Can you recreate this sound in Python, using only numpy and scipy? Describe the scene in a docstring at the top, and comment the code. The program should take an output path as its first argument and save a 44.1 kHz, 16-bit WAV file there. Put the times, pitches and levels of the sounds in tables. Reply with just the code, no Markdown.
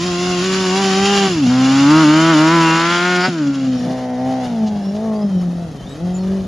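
"""A high-revving engine, like a racing motorbike's, rasps through two hard pulls outdoors, sagging and
recovering, then drops to a dull burble with three light pulls. Unevenly spaced exhaust pulses ring in
the pipe over a hum of low crank orders and a rush of gas. Firings boom in the muffler, which pops now
and then, as pulls end or begin and while coasting.
Low wind, a few thin chirps and two faint ticks lie underneath."""
import sys
import numpy as np
from scipy import signal
from scipy.fft import rfft, irfft
from scipy.io import wavfile
from scipy.ndimage import uniform_filter1d, map_coordinates

SR = 44100
rng = np.random.default_rng(int(sys.argv[2]) if len(sys.argv) > 2 else 0)


def generate_wav(sig):
    """Save sig (samples, or channels by samples) to the path in sys.argv[1] as 16-bit PCM at SR."""
    pcm = np.round(np.clip(np.atleast_2d(sig).T, -1, 1) * 32767).astype(np.int16)
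    wavfile.write(sys.argv[1], SR, pcm)


N = 285327
TIME = np.arange(N) / SR
HUM_ORDERS = (1, 2, 4, 6)
# Muffler response. Each row: frequency in Hz, relative gain in dB.
MUFFLER_RESPONSE = [(40, -42), (110, -11.5), (170, 15), (290, 4), (420, -9.5), (780, -3.5), (1000, -32),
                    (3000, -39), (8000, -91)]


def gain_of(db):
    """Decibels to a factor."""
    return 10 ** (np.asarray(db) / 20)


def unit_rms(x):
    """Scales x to rms 1."""
    return x / np.sqrt(np.mean(x ** 2) + 1e-20)


def curves(rows):
    """Columns of a timed table, interpolated per sample."""
    times_s, *columns = np.transpose(rows)
    return [np.interp(TIME, times_s, column) for column in columns]


def bump(peak_s, half_s):
    """Gaussian swell of height 1."""
    return np.exp(-((TIME - peak_s) / half_s) ** 2)


def wander(hz):
    """Random drift of rms 1, rolled off above hz."""
    spectrum = rfft(rng.standard_normal(N))
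    return unit_rms(irfft(spectrum / (1 + (np.fft.rfftfreq(N, 1 / SR) / hz) ** 4), N))


def impulse_response(response):
    """Minimum-phase ring of a body with the given (Hz, dB) response."""
    hz, db = np.transpose(response)
    bin_hz = abs(np.fft.fftfreq(4096, 1 / SR)) + 1
    log_gain = np.log(gain_of(np.interp(np.log(bin_hz), np.log(hz), db)))
    return np.fft.ifft(np.exp(np.conj(signal.hilbert(log_gain)))).real[:2048]


def colour(x, response):
    """Passes x through such a body."""
    return signal.oaconvolve(x, impulse_response(response))[:N]


def bandpass(x, band_hz):
    """Zero-phase band filter."""
    return signal.sosfiltfilt(signal.butter(4, band_hz, "band", fs=SR, output="sos"), x)


def steadied(x, band_hz):
    """Rides the gain of x to hold one band at rms 1."""
    power = uniform_filter1d(bandpass(x, band_hz) ** 2, size=2048)
    return x / np.sqrt(abs(power) + 1e-12)


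def pulls(open_s=0.087, cut_s=0.046, close_s=0.67, climb_s=0.57, fade_db_per_s=31):
    """Each pull takes hold, builds and lets go; the throttle then drifts shut and the rasp fades."""
    # Each row: start and end in seconds, throttle 0-1, then in dB the rasp's top, its climb to that top,
    # its drop at the end, and the lift of the upper hum orders.
    schedule = [(-0.08, 1.268, 1, -27.5, 15, 8.5, -1.5), (1.422, 3.255, 0.88, -18, 18, 16.5, 1.5),
                (3.809, 4.43, 0.17, -44.5, 0.5, 2.5, 0), (4.89, 5.225, 0, -54, 2, 9.5, 6),
                (5.905, 6.398, 0.05, -66.5, 0, 25, 5)]
    load, throttle, rasp_gain, upper_db = np.zeros((4, N))
    for start_s, end_s, opening, top_db, climb_db, drop_db, lift_db in schedule:
        since_s, after_s = np.maximum(TIME - start_s, 0), np.maximum(TIME - end_s, 0)
        rise, cut = np.minimum(since_s / open_s, 1), np.minimum(after_s / cut_s, 1)
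        load += rise * (1 - cut)
        throttle = np.maximum(throttle, opening * rise * (1 - (after_s / close_s) ** 2))
        db = top_db - climb_db * np.exp(-since_s / climb_s) - drop_db * cut - fade_db_per_s * after_s
        rasp_gain = np.maximum(rasp_gain, rise * gain_of(db))
        upper_db += lift_db * rise * (1 - cut)
    return load, np.clip(throttle, 0, 1), 20 * np.log10(rasp_gain + 1e-9), upper_db


def strain(crank_hz, window_s=0.13, scale_hz=7.1):
    """From -1 in a brief sag of the revs to 1 at a crest."""
    mean_hz = uniform_filter1d(crank_hz, size=round(window_s * SR))
    return np.tanh((crank_hz - mean_hz) / scale_hz)


def order_levels_db(crank_hz, upper_db):
    """Relative level of each hum order: its drive plus the resonance it is sweeping through."""
    # Drive of orders 1 and 2, of order 4 and of order 6. Each row: time in seconds, relative level in dB.
    low_drive = [(0.0, -23), (0.32, -21.5), (1.27, -17), (1.29, -23), (1.51, -9), (2.67, -13.5),
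                 (2.94, -23.5), (3.2, -20), (3.26, -25), (3.7, -13), (4.03, -22), (4.27, -16), (4.45, -20),
                 (4.6, -20), (4.93, -25.5), (5.1, -20.5), (5.23, -23), (5.25, -20), (5.48, -18),
                 (5.53, -18), (5.65, -24.5), (5.69, -25), (5.97, -30), (6.05, -19.5), (6.15, -22.5),
                 (6.35, -19), (6.47, -30)]
    fourth_drive = [(0, -44), (.35, -36.5), (.5, -54.5), (.74, -37.5), (1.15, -34), (1.78, -40), (2.0, -36),
                    (2.42, -32), (2.55, -38.5), (2.72, -43), (3.1, -37), (3.75, -32.5), (4.3, -34.5),
                    (4.7, -36), (6.0, -39.5), (6.2, -39), (6.34, -31.5), (6.47, -40)]
    sixth_drive = [(0, -53), (1.9, -43.5), (2.25, -49), (2.6, -41), (3.1, -52), (3.5, -54.5), (4.3, -40.5),
                   (6.47, -47)]
    # Surges of order 2 while coasting. Each row: peak time in seconds, boost in dB.
    surges = [(3.49, 1.5), (3.596, 0), (3.705, 0.5), (4.52, 2.5), (4.67, 1.5), (4.79, 5), (5.43, 2.5)]
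    # Exhaust resonances. Each row: frequency in Hz, gain in dB.
    resonances = [(80, -30), (110, -17.5), (135, -11.5), (165, -4), (180, 2), (205, 3.5), (255, -3),
                  (305, 2.5), (328, -1.5), (348, 0.75), (400, -1), (520, 3), (590, 4.5), (635, 7.5),
                  (690, 7.5), (785, 14.5), (850, 13.5), (980, 22.5), (1070, 20.5), (1200, 18.5)]
    low_db = curves(low_drive)[0]
    surge_db = sum(db * bump(peak_s, half_s=0.03) for peak_s, db in surges)
    drives_db = (low_db - 2.5, low_db + surge_db,
                 upper_db + curves(fourth_drive)[0], upper_db + curves(sixth_drive)[0])
    hz, db = np.transpose(resonances)
    return np.array([drive_db + np.interp(np.log(order * crank_hz), np.log(hz), db)
                     for order, drive_db in zip(HUM_ORDERS, drives_db)])


def hum(turns, levels_db, throttle, low_lag_turns=0.118, upper_lag_turns=0.045):
    """Low crank orders trail the sharp pulses; the upper two lope and flutter as the throttle shuts."""
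    low_angle, upper_angle = 2 * np.pi * (turns - low_lag_turns), 2 * np.pi * (turns - upper_lag_turns)
    levels = gain_of(levels_db)
    tone = np.zeros(N)
    for order, level in zip(HUM_ORDERS[:2], levels):
        tone += level * (1 + 0.07 * wander(hz=16)) * np.cos(order * low_angle)
    lope_depth = 0.13 + 0.27 * (1 - throttle)
    for order, level in zip(HUM_ORDERS[2:], levels[2:]):
        lope = np.cos(upper_angle / 2) + wander(hz=25) / 4
        tone += level * (1 + lope_depth * lope) * np.cos(order * upper_angle)
    # Unequal cylinders give order 1, and with it order 3 and a beat over the two-turn cycle.
    tone += levels[0] * (gain_of(-17) * np.cos(3 * low_angle) + 0.058 * np.cos(1.5 * low_angle))
    return np.sqrt(2) * tone


def rasp(turns, throttle, coasting, stagger_turns=0.005, jitter_turns=0.0036):
    """Two sharp pulses a turn, the second mostly weaker and late, ring in the exhaust pipe."""
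    # Second pulse, shifting with load. Each row: time in seconds, ratio to the first, lateness in turns.
    second_pulse = [(0, 1, 0.024), (1.28, 0.51, 0.0061), (1.5, 0.59, 0.02), (1.8, 0.89, 0.021),
                    (1.95, 0.87, 0.028), (2.4, 0.96, 0.026), (2.55, 0.88, 0.032), (2.82, 1, 0.026),
                    (2.98, 0.79, 0.013), (3.27, 0.92, 0.02), (4.4, 0.99, 0.017), (5.0, 1, 0.017),
                    (6.0, 1, 0.0082)]
    # Pipe response, throttle open and shut. Each row: frequency in Hz, relative gain in dB.
    pipe_open = [(300, -7), (500, 14.5), (700, 20), (1000, 19.5), (1250, 17.5), (1450, 18.5), (1750, 9),
                 (2300, 9.5), (2600, 2), (2830, 4.5), (3150, 3), (3600, 0.5), (5000, -6), (6700, -24),
                 (8000, -45.5)]
    pipe_shut = [(280, 21), (380, 30.5), (540, 17), (660, 38), (760, 29.5), (860, 27), (980, 15),
                 (1120, 13), (1400, -8), (2000, 8), (3000, -30), (5000, -7)]
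    cycle_angle = np.pi * turns - np.pi / 4  # four firings span two turns
    angle = 2 * np.pi * (turns + stagger_turns * np.sin(cycle_angle) + jitter_turns * wander(hz=230))
    second_ratio, late_turns = curves(second_pulse)
    second_ratio *= 1 + 0.17 * wander(hz=15)
    late_turns += 0.0057 * wander(hz=19)
    second_angle = angle - 2 * np.pi * (0.5 + late_turns)
    pulses = sum(np.cos(order * angle) + second_ratio * np.cos(order * second_angle)
                 for order in range(1, 50) if order not in HUM_ORDERS)
    # Starved of air, the engine lopes more; coasting, it also fires unevenly.
    shut = 1 - throttle
    lope = (0.18 + 0.083 * shut) * np.cos(cycle_angle)
    roughness = (0.05 + 0.25 * coasting) * wander(hz=280)
    pulses *= 1 + roughness + lope
    pipe = throttle * colour(pulses, pipe_open) + shut * colour(pulses, pipe_shut)
    return steadied(pipe, band_hz=(1250, 2600))


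def puffs(turns, hardness, decay_firings=0.25):
    """Gas flow envelope: each firing lets out a quick puff of its own strength."""
    firing, since = np.divmod(2 * turns, 1)
    strength = np.exp(0.2 * rng.standard_normal(N))[firing.astype(int)]
    height = 0.6 + 0.06 * np.minimum(hardness, 10)
    return 1 + height * strength * np.exp(-since / decay_firings)


def rush(turns, throttle, hardness, flicker_db=1.31, bounce_s=0.0016):
    """Turbulent gas; the harder the pulses, the more it comes in puffs."""
    # Gas spectrum, throttle open and shut. Each row: frequency in Hz, relative density in dB.
    gas_open = [(60, -23.5), (170, 8), (300, 3), (600, -2), (1200, 2.5), (2300, 0.5), (2600, 3),
                (2800, 8.5), (3000, 4), (3200, 4), (3900, 0.5), (5000, 3), (6200, -1.5), (7300, 0),
                (7900, -27.5), (10500, -13), (12000, -35.5)]
    gas_shut = [(60, -3), (200, 15.5), (700, 9), (900, 8.5), (1100, 3), (1700, 1), (2400, -6.5), (3000, -3),
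                (4000, -5), (5400, -6.5), (6800, -7.5), (7600, -20), (10500, -16.5), (12000, -21)]
    flow = rng.standard_normal(N) * puffs(turns, hardness)
    # A reflection over a swaying path combs the rush with shifting peaks.
    delay_s = bounce_s * (1 + 0.086 * wander(hz=3.4))
    flow += 0.38 * map_coordinates(flow, [(TIME - delay_s) * SR])
    gas = throttle * colour(flow, gas_open) + (1 - throttle) * colour(flow, gas_shut)
    return steadied(gas, band_hz=(3500, 7000)) * gain_of(flicker_db * wander(hz=23))


def burble(turns, coasting, note_db, pull_db=-36, coast_db=-30.5):
    """Firings boom in the muffler: a lope under load, ragged while coasting, louder with the hum."""
    # Signed extra boom of each of the four firings in a two-turn cycle.
    firing_pattern = [0.71, -1.23, -0.74, 0.17]
    fired = np.flatnonzero(np.diff(np.floor(2 * turns)))
    scatter = 0.35 + coasting[fired]
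    booms = scatter * rng.standard_normal(len(fired)) + np.resize(firing_pattern, len(fired))
    kicks = np.zeros(N)
    kicks[fired] = booms / np.hypot(1, scatter)
    level_db = pull_db + (coast_db - pull_db) * coasting + 0.51 * (note_db - note_db.mean())
    return gain_of(level_db) * unit_rms(colour(kicks, MUFFLER_RESPONSE))


def wind(gust_db=2.5):
    """Lumpy low rumble."""
    # Each row: time in seconds, level in dB.
    strength = [(0, -35), (0.7, -42), (1.4, -37), (2.1, -42), (2.65, -64), (3.1, -58), (3.8, -41.5),
                (5.3, -40.5), (5.85, -39), (6.2, -33), (6.47, -29.5)]
    # Each row: frequency in Hz, relative density in dB.
    spectrum = [(15, -48), (45, -4), (80, -2.5), (120, -1), (250, -11), (800, -59)]
    rumble = colour(rng.standard_normal(N), spectrum) * gain_of(gust_db * wander(hz=13))
    return gain_of(curves(strength)[0]) * unit_rms(rumble)


def snarls(pipe):
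    """Exhaust resonances flare up for a moment, mostly at crests of the revs."""
    # Each row: peak time and half length in seconds, centre and width in Hz, gain of the added band in dB.
    flares = [(0.697, 0.11, 1044, 250, 10), (1.16, 0.17, 2980, 550, 12), (1.959, 0.097, 1130, 595, -1),
              (2.255, 0.095, 1300, 299.8, -7), (2.691, 0.077, 2700, 300, 10), (2.2, 0.14, 3028, 240, 7),
              (2.959, 0.094, 3368, 398.5, 1), (3.236, 0.041, 5000, 1208, 11.5),
              (3.368, 0.063, 1521, 252, 1), (3.537, 0.11, 1400, 249.4, 2), (4.66, 0.13, 687, 298, 4.5),
              (5.141, 0.1, 1184, 300, 9.5), (5.612, 0.051, 684, 149.8, 14.5), (6.12, 0.063, 719.6, 99.2, 4),
              (6.221, 0.068, 944, 120, 10)]
    return sum(gain_of(db) * bump(peak_s, half_s) * bandpass(pipe, (hz - width_hz / 2, hz + width_hz / 2))
               for peak_s, half_s, hz, width_hz, db in flares)


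def pops():
    """Unburnt fuel goes off in the muffler."""
    # Each row: time in seconds, peak in dB.
    backfires = [(1.278, -13.5), (1.466, -12), (3.281, -8), (3.289, -11.5), (3.86, -19), (3.873, -13),
                 (3.905, -14), (5.748, -21), (5.808, -21.5), (5.857, -23), (5.878, -24)]
    kicks = np.zeros(N)
    for start_s, peak_db in backfires:
        kicks[round(start_s * SR)] = gain_of(peak_db)
    return colour(kicks, MUFFLER_RESPONSE) / abs(impulse_response(MUFFLER_RESPONSE)).max()


def chirps(waver=0.0081, twitter_db=4.0):
    """Short, arched, twittering whistles."""
    # Each row: start and length in seconds, pitch at start, middle and end in Hz, level in dB.
    whistles = [(3.743, 0.12, 5376, 5490, 5430, -47), (4.778, 0.16, 4900, 5400, 5325, -45.5),
                (5.154, 0.17, 4585, 5136, 5100, -47.5), (5.25, 0.2, 3230, 3070, 3010, -51.5),
                (5.28, 0.19, 5750, 5550, 4970, -54), (5.77, 0.089, 3115, 3090, 3230, -52.5),
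                (5.86, 0.082, 3550, 3766, 3870, -46.5), (5.881, 0.0518, 7200, 7740, 7920, -46.5),
                (6.135, 0.05, 7240, 7030, 7040, -44.5), (6.196, 0.061, 5400, 5230, 5356, -45),
                (6.183, 0.051, 4350, 4350, 4167, -47.5)]
    sound = np.zeros(N)
    drift = 1 + waver * wander(hz=110)
    for start_s, length_s, *pitches_hz, db in whistles:
        span = np.flatnonzero((TIME >= start_s) & (TIME < start_s + length_s))
        progress = np.linspace(0, 1, len(span))
        hz = np.polyval(np.polyfit([0, 0.5, 1], pitches_hz, 2), progress) * drift[span]
        envelope = np.sqrt(2 * abs(np.sin(np.pi * progress)))
        sound[span] += gain_of(db) * envelope * np.sin(2 * np.pi * np.cumsum(hz) / SR)
    return sound * unit_rms(gain_of(twitter_db * wander(hz=39)))


def distant(x, wet_db=-1, t60_s=0.061):
    """Scattered outdoor echoes soften a far sound."""
    t = TIME[:SR // 2]
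    tail = rng.standard_normal(len(t)) * gain_of(-60 * t / t60_s)
    return x + gain_of(wet_db) * signal.oaconvolve(x, tail / np.linalg.norm(tail))[:N]


def ticks():
    """Faint, dry, scratchy ticks."""
    # Each row: peak time in seconds, level in dB.
    bursts = [(4.68, -38), (4.963, -43.5)]
    envelope = sum(gain_of(db) * bump(peak_s, half_s=0.016) for peak_s, db in bursts)
    return envelope * unit_rms(bandpass(rng.standard_normal(N), band_hz=(2200, 7000)))


def scene(strain_db=5.5, hunt_db=2.31, echo_s=0.00431):
    """The engine sits just left of centre; a reflection, the rush and the wind spread to the sides."""
    # Each row: time in seconds, crank turns per second.
    revs = [(0, 168), (0.06, 181), (0.14, 175), (0.28, 181), (0.405, 177), (0.44, 187), (0.54, 189),
            (0.6, 189), (0.7, 183.5), (0.8, 196.5), (.86, 193), (0.93, 190), (1.03, 197), (1.12, 201),
            (1.22, 197), (1.28, 191), (1.31, 182), (1.47, 120), (1.51, 126), (1.72, 134.3), (1.79, 138),
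            (1.86, 141), (1.92, 153), (1.98, 159), (2.02, 159), (2.06, 148.5), (2.22, 162), (2.31, 165),
            (2.36, 151.5), (2.48, 161), (2.54, 169), (2.58, 166), (2.7, 162), (2.82, 166.6), (2.93, 174),
            (2.99, 174.4), (3.06, 179), (3.105, 180), (3.16, 179), (3.22, 179.4), (3.28, 189), (3.32, 174),
            (3.44, 142.8), (3.82, 122.7), (3.92, 128.6), (4.16, 124.6), (4.28, 130), (4.38, 129),
            (4.46, 124), (4.58, 111.3), (4.88, 97), (5.04, 111.7), (5.24, 103), (5.38, 89.8), (5.64, 85.4),
            (5.8, 64.6), (5.92, 68), (6.04, 88.7), (6.35, 96.7), (6.46, 93)]
    # Each row: time in seconds, relative level of the gas in dB.
    gas_level = [(0.0, -25), (0.03, -26), (1.22, -20), (1.41, -29), (1.8, -23.5), (2.97, -24.5),
                 (3.19, -28), (3.26, -27.5), (3.32, -32.5), (3.46, -37.5), (3.93, -39), (4.13, -45),
                 (4.33, -40), (4.46, -36.5), (4.52, -43), (5.86, -47.5), (5.87, -45.5), (6.47, -44.5)]
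    # Each row: time in seconds, left minus right in dB.
    balance = [(0, .25), (2.4, .25), (3.3, .65), (6.47, .9)]
    crank_hz, rush_db = curves(revs)[0], curves(gas_level)[0]
    turns = np.cumsum(crank_hz) / SR
    load, throttle, rasp_db, upper_db = pulls()
    coasting = (1 - load) * (1 - throttle)
    rasp_db += strain_db * load * strain(crank_hz)
    upper_db -= 12.5 * throttle * (1 - load)  # upper orders sink just after a hard pull
    hardness = gain_of(rasp_db - rush_db)
    hunting = gain_of(hunt_db * (1 - load) * wander(hz=11.6))  # the hum wavers between pulls
    pipe = gain_of(rasp_db) * rasp(turns, throttle, coasting)
    levels_db = order_levels_db(crank_hz, upper_db)
    note = hunting * hum(turns, levels_db, throttle)
    exhaust = note + pipe + snarls(pipe) + burble(turns, coasting, levels_db[1]) + pops()
    middle = exhaust + gain_of(rush_db - 4.5) * rush(turns, throttle, hardness)
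    middle = middle + wind() + distant(chirps()) + ticks()
    echo = gain_of(-16) * np.interp(TIME - echo_s, TIME, bandpass(exhaust, band_hz=(430, 5000)))
    side = echo + gain_of(rush_db - 13.5) * rush(turns, throttle, hardness) + gain_of(-10.5) * wind()
    pan = gain_of(np.outer([0.5, -0.5], curves(balance)[0]))
    return np.array([middle + side, middle - side]) * pan


def record(dry, ceiling=1.05, cutoff_hz=12200):
    """Rounds off the tallest peaks, then low-passes."""
    rounded = dry / (1 + (dry / ceiling) ** 6) ** (1 / 6)
    lowpass = signal.firwin(511, cutoff_hz, window=("kaiser", 9), fs=SR)
    return signal.oaconvolve(rounded, lowpass[None], "same")


dry = scene()
out = record(dry)
generate_wav(out)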